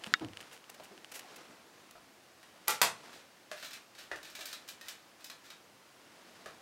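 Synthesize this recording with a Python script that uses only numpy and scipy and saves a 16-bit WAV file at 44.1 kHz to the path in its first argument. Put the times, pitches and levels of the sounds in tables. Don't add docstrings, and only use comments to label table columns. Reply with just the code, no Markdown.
import sys
import numpy as np
from scipy import signal
from scipy.fft import rfft
from scipy.io import wavfile
from scipy.ndimage import uniform_filter1d

SR = 44100
rng = np.random.default_rng(int(sys.argv[2]) if len(sys.argv) > 2 else 0)


def generate_wav(sig):
    pcm = np.round(np.clip(np.atleast_2d(sig).T, -1, 1) * 32767).astype(np.int16)
    wavfile.write(sys.argv[1], SR, pcm)


N = 291501
HZ = np.fft.rfftfreq(4096, 1 / SR)

# f/Hz, level/dB
SCRAPE_COLOUR = [(180, -14), (300, -16), (392, -26), (565, 0.5), (870, -7.5), (1410, 1), (1810, 1.5),
                 (2170, -4.5), (2320, 0.5), (3190, -3.5), (3700, -0.5), (8500, -12.5), (10400, -18),
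                 (13100, -16), (16000, -23)]


def amp(db):
    return 10 ** (np.asarray(db) / 20)


def evened(x):
    return x / np.sqrt(np.mean(x ** 2) + 1e-20)


def read(points, hz=HZ):
    f, value = np.transpose(points)
    return np.interp(np.log(hz + 1), np.log(f + 1), value)


def add(mix, s, sound):
    part = mix[max(round(s * SR), 0):][:len(sound)]
    part += sound[:len(part)]


def impulse(db):
    log_gain = np.log(amp(np.maximum(db - db.max(), -100)))
    circle = np.concatenate([log_gain, log_gain[-2:0:-1]])
    click = np.fft.ifft(np.exp(np.conj(signal.hilbert(circle)))).real
    return click / np.linalg.norm(click)


def hiss(colour):
    noise = rng.standard_normal(N + SR)
    coloured = signal.oaconvolve(noise, impulse(read(colour)), "valid")
    return evened(coloured[:N])


def clicks(rows, colour):
    out, click = np.zeros(N), impulse(read(colour))
    for s, db in rows:
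        add(out, s, amp(db) * click)
    return out


def room(x, wet_db, build):
    # f/Hz, time/s
    fade_times = [(100, 0.55), (500, 0.23), (1200, 0.28), (2500, 0.27), (5000, 0.23), (9000, 0.23),
                  (14000, 0.15)]
    hz, t = np.fft.rfftfreq(256, 1 / SR), np.arange(120) * 128 / SR
    scatter = np.exp(2j * np.pi * rng.random((len(hz), len(t))))
    fading = amp(-60 * t / read(fade_times, hz)[:, None])
    tail = signal.istft(scatter * fading, SR, nperseg=256)[1]
    tail *= 1 - np.exp(-(np.arange(len(tail)) / SR / build) ** 2)
    reflections = signal.fftconvolve(x, tail / np.linalg.norm(tail))[:len(x)]
    return x + amp(wet_db) * reflections


def swelling(s, db, length, swell):
    share = np.clip(swell, .05, .95)
    return s, db, share * length, (1 - share) * length


def contacts(rows, colour, grain_db, resonance_db, sharpness, wet_db):
    out, t = np.zeros(N), np.arange(SR // 3) / SR
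    for s, db, rise, fade, tilt, hz in rows:
        force = np.minimum(t / rise, 1) * np.exp(-np.maximum(t - rise, 0) / fade)
        unevenness = evened(uniform_filter1d(rng.standard_normal(len(t)), size=24))
        sizes = amp(grain_db * np.clip(unevenness, -2, 2))
        slips = force * sizes * rng.standard_normal(len(t))
        slip_power = uniform_filter1d(abs(rfft(slips[:4096])) ** 2, size=61)
        slips_db = 10 * np.log10(slip_power + 1e-12)
        hardness_db = tilt * np.log2(HZ + 100)
        body_db = resonance_db / (1 + (sharpness * (HZ - hz) / hz) ** 2)
        material = impulse(read(colour) + hardness_db + body_db - slips_db)
        sound = signal.fftconvolve(slips, material)
        levelled = amp(db) * sound * np.linalg.norm(force) / np.linalg.norm(sound)
        add(out, s, room(levelled, wet_db, build=0.0074))
    return out


def ring(s, modes, rise):
    out, t = np.zeros(N), np.arange(SR // 2) / SR
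    tone = 0
    for hz, db, t60 in modes:
        tone = tone + amp(db - 60 * t / t60) * np.sin(2 * np.pi * (hz * t + rng.random()))
    add(out, s, tone * (1 - np.exp(-t / rise)))
    return out


def quiet_room():
    # f/Hz, level/dB
    air_colour = [(15, -53), (25, -47), (80, -11.5), (344, -2.5), (373, -6), (659, -5), (863, -6),
                  (1130, -6.5), (1260, -7.5), (2000, -10), (2990, -11.5), (3430, -13), (4370, -14),
                  (4740, -13.5), (16000, -26.5)]
    return amp(-60.5) * hiss(air_colour)


def sleeve():
    # t/s at full speed, level/dB before flutter, half length/s
    swishes = [(0.103, -54.5, 0.16), (.42, -57.5, 0.13), (.86, -61, 0.25), (1.343, -56.5, 0.27),
               (1.827, -64, 0.17), (2.7, -63.5, 0.29), (3.09, -54.5, 0.14), (4.6, -66, 0.61),
               (6.38, -60, 0.44)]
    # f/Hz, level/dB
    cloth_colour = [(47, -50.5), (80, -37), (150, -9.5), (233, -4), (624, -3), (949, -6.5), (1380, -5.5),
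                    (2290, -9.5), (5080, -13.5), (12000, -27), (15600, -71), (22000, -120)]
    t = np.arange(N) / SR
    power = sum((amp(db) * np.exp(-((t - s) / half) ** 2)) ** 2 for s, db, half in swishes)
    flutter = np.tanh(evened(uniform_filter1d(rng.standard_normal(N), size=400)))
    return np.sqrt(power) * amp(2.5 * flutter) * hiss(cloth_colour)


def camera_rubs():
    # t/s, level/dB before reflections, length/s, tilt/dB per octave
    rubs = [(0.038, -50, 0.05, -2), (0.405, -46, 0.011, -1), (.508, -51, 0.053, -0.5),
            (.693, -48, 0.0058, -3.5), (0.698, -42, 0.0041, 3), (0.74, -51, .011, -0.5),
            (.832, -53, .022, 2), (1.114, -44, 0.013, 1), (1.133, -43.5, 0.044, 1.6), (1.191, -41, .007, 1),
            (1.357, -48.5, 0.014, 2), (1.909, -47, 0.0036, 2)]
    # f/Hz, level/dB
    rub_colour = [(180, -46), (300, -23), (398, -0.5), (678, -2), (1190, -7.5), (1640, -1), (2280, -3.5),
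                  (2610, -5.5), (3290, -7), (5430, -7), (7080, -7.5), (12300, -12.5), (16000, -18)]
    swell, shell_hz = .52, 2760
    strokes = [(*swelling(s, db, length, swell), tilt, shell_hz) for s, db, length, tilt in rubs]
    return contacts(strokes, rub_colour, grain_db=2.5, resonance_db=6.5, sharpness=13, wet_db=-15)


def camera_ticks():
    # t/s, level/dB before the shared boost
    ticks = [(.0384, -34), (.0427, -31.5), (.0652, -37.5), (.0714, -38.5), (.197, -42), (.2475, -38.5),
             (.2859, -45.5), (.3344, -44), (.3721, -34), (.4052, -40), (.428, -44), (.6419, -47.5),
             (.9784, -45), (1.0463, -38.5), (1.2094, -48)]
    # f/Hz, level/dB
    tick_colour = [(200, -18), (1000, -12.5), (1700, -4.5), (2300, -8), (3000, 2.5), (3700, -11.5),
                   (4500, -9), (6000, -18.5), (9000, -16.5), (16000, -52)]
    grip_ends_s, faint_per_s, faint_db = 1.22, 6, -49
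    boost_db = 15.5
    moments = rng.random(round(faint_per_s * grip_ends_s))
    faint = [(grip_ends_s * when, faint_db) for when in moments]
    return amp(boost_db) * clicks(ticks + faint, tick_colour)


def camera_bumps():
    # t/s, level/dB before reflections, fade/s, pitch of the thud f/Hz
    bumps = [(.07, -39.5, 0.0063, 202), (.118, -55, .03, 200), (.208, -36.5, .033, 316),
             (0.236, -45.5, 0.036, 103), (.798, -43, 0.0075, 610), (.82, -57, 0.023, 800),
             (0.904, -55.5, 0.061, 396), (1.235, -57, .05, 825), (1.495, -56, 0.027, 300)]
    # f/Hz, level/dB
    bump_colour = [(25, -38), (50, -20), (90, -7), (200, -0.5), (320, -3), (480, -8), (750, -5.5),
                   (1100, -13), (2000, -22.5), (4000, -28.5), (9000, -53)]
    rise_share = 0.16
    thuds = []
    for s, db, fade, hz in bumps:
        tilt = 3.6 * np.log2(hz / 270)
        thuds.append((s, db, rise_share * fade, fade, tilt, hz))
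    return contacts(thuds, bump_colour, grain_db=2.5, resonance_db=12.0, sharpness=7.1, wet_db=-14)


def camera_tap():
    # t/s, level/dB
    taps = [(.139, 5.5), (.1437, -13)]
    # f/Hz, level/dB
    crack_colour = [(100, -28), (400, -19), (950, -37), (1350, 6), (1800, 1.5), (2500, -12.5), (3800, -7),
                    (5200, -10.5), (6300, -20.5), (7500, -18), (9000, -45), (12500, -42), (16000, -65)]
    # f/Hz, level/dB before easing in, time to fade by 60 dB/s
    shell_modes = [(300, -58, .2), (1340, -22, 0.037), (1685, -33, 0.06), (1950, -26, 0.035),
                   (2220, -21, 0.025), (2820, -43, 0.089), (3400, -34, 0.031), (3710, -37, 0.096),
                   (6743, -43, 0.03)]
    return clicks(taps, crack_colour) + ring(taps[0][0], shell_modes, rise=0.00077)


def table_knocks():
    # t/s, level/dB before reflections, tilt/dB per octave, resonance f/Hz
    knocks = [(1.954, -49.5, -4.5, 1290), (2.429, -51.5, 4, 1960), (3.514, -35, 2, 600),
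              (4.1142, -32, -1, 1860), (4.158, -45, 3.5, 900), (4.388, -45, -1.5, 630),
              (5.3, -47.5, 1.5, 1140), (6.459, -42, 2.4, 1280), (6.463, -45, -3.5, 337)]
    # f/Hz, level/dB
    knock_colour = [(40, -22), (90, -15), (200, -8), (350, -2), (520, 1.5), (680, 6.5), (850, -5),
                    (1200, -1), (1700, 3), (2050, -4), (2600, -5), (5500, -11.5), (9000, -20), (16000, -32)]
    rise_s, fade_s = 0.001, 0.0058
    blows = [(s, db, rise_s, fade_s, tilt, hz) for s, db, tilt, hz in knocks]
    return contacts(blows, knock_colour, grain_db=2.5, resonance_db=9.5, sharpness=11, wet_db=-1.4)


def catch_snaps():
    # t/s, level/dB before reflections, fade/s, tilt/dB per octave
    snaps = [(2.674, -41.5, 0.011, -1.5), (2.6804, -22.5, 0.0033, .9), (2.694, -31, 0.016, .5),
             (2.8161, -10, 0.00072, -0.34), (2.8184, -14, 0.0019, 1.5)]
    # f/Hz, level/dB
    snap_colour = [(40, -45), (125, -16.5), (290, -21.5), (470, -6.5), (720, -6), (950, -4.5), (1700, -5.5),
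                   (2900, -9), (4700, -9.5), (8000, -13), (10500, -17.5), (13200, -15.5), (16000, -25)]
    rise_share, plastic_hz = 0.12, 1550
    cracks = [(s, db, rise_share * fade, fade, tilt, plastic_hz) for s, db, fade, tilt in snaps]
    return contacts(cracks, snap_colour, grain_db=1.5, resonance_db=-2, sharpness=11, wet_db=-0.7)


def case_rings():
    # f/Hz, level/dB before easing in, time to fade by 60 dB/s
    ringings = [(2.681, [(358, -43, 0.16), (491, -43.5, 0.3), (847, -52, .35), (865, -31, 0.2),
                (1005, -55, 0.29), (1170, -34.5, 0.22), (1333, -36.5, 0.38), (1372, -39, 0.36),
                (1960, -33.5, 0.16), (2380, -38.5, 0.26)]), (2.816, [(128, -68, .4), (225, -55, 0.66),
                (678, -38.5, 0.37), (761, -39, 0.29), (897, -31.5, 0.27), (969, -32, 0.22),
                (1018, -38, 0.37), (1094, -38, 0.32), (1535, -32, 0.2), (2229, -56, 0.27),
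                (2637, -34.5, 0.21)])]
    return sum(ring(s, modes, rise=0.004) for s, modes in ringings)


def spring_pings():
    # t/s, level/dB before reflections
    pings = [(2.6831, -1.5), (2.6864, -15), (2.7072, -11), (2.8204, -8)]
    # f/Hz, level/dB
    ping_colour = [(1000, -34), (7000, -13), (9500, -5), (12500, 3), (14500, -9), (16000, -16)]
    return room(clicks(pings, ping_colour), wet_db=-30, build=.008)


def tool_slides():
    # t/s, level/dB before reflections, length/s
    slides = [(3.112, -56, 0.068), (3.538, -53, 0.15), (3.975, -50, 0.051), (4.235, -52.5, 0.069),
              (4.471, -49.5, 0.069), (4.84, -54, 0.084), (5.193, -58.5, 0.038), (5.436, -56, 0.045)]
    swell = 0.28
    tilt_db, slide_hz = 1.3, 3680
    drags = [(*swelling(s, db, length, swell), tilt_db, slide_hz) for s, db, length in slides]
    return contacts(drags, SCRAPE_COLOUR, grain_db=4, resonance_db=-0.5, sharpness=20, wet_db=-2)


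def tool_scrapes():
    # t/s, level/dB before reflections, fade/s, tilt/dB per octave, resonance f/Hz
    scrapes = [(3.626, -41, 0.0095, 0.3, 1490), (3.642, -44.5, 0.02, 3, 4000), (3.706, -47, 0.013, 2, 5470),
               (3.731, -43, 0.013, 2.5, 2400), (3.95, -51.5, 0.0084, 0, 4500),
               (4.229, -46.5, 0.0085, 2.5, 3870), (4.299, -51, 0.0088, 4, 5500), (4.35, -42, .012, 3, 2300),
               (4.39, -45, .008, 2.5, 4000), (4.407, -41, .013, 2, 3760), (4.455, -39, 0.0097, 6, 4600),
               (4.528, -38.5, 0.0085, 3, 3970), (4.677, -49, 0.0089, 5, 5200),
               (4.686, -40.5, .009, 4.5, 3030), (4.811, -44, 0.0059, 1.5, 1900),
               (4.8829, -38, 0.0087, 4, 3060), (5.243, -42, .007, 5.5, 5000), (5.299, -40, .0045, 2, 4100),
               (5.502, -45.5, 0.0091, 1, 3800)]
    rise_share = 0.18
    slips = [(s, db, rise_share * fade, fade, tilt, hz) for s, db, fade, tilt, hz in scrapes]
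    return contacts(slips, SCRAPE_COLOUR, grain_db=3.0, resonance_db=6, sharpness=26, wet_db=-2)


def scene():
    camera = camera_rubs() + camera_ticks() + camera_bumps() + camera_tap()
    catch = catch_snaps() + case_rings() + spring_pings()
    table = table_knocks() + tool_slides() + tool_scrapes()
    return (quiet_room() + sleeve() + camera + table + catch)[None]


def record(dry):
    edge_hz = 15900
    low_pass = signal.firwin(511, edge_hz, window=("kaiser", 9), fs=SR)
    return signal.oaconvolve(dry, low_pass[None], "same")


dry = scene()
out = record(dry)
generate_wav(out)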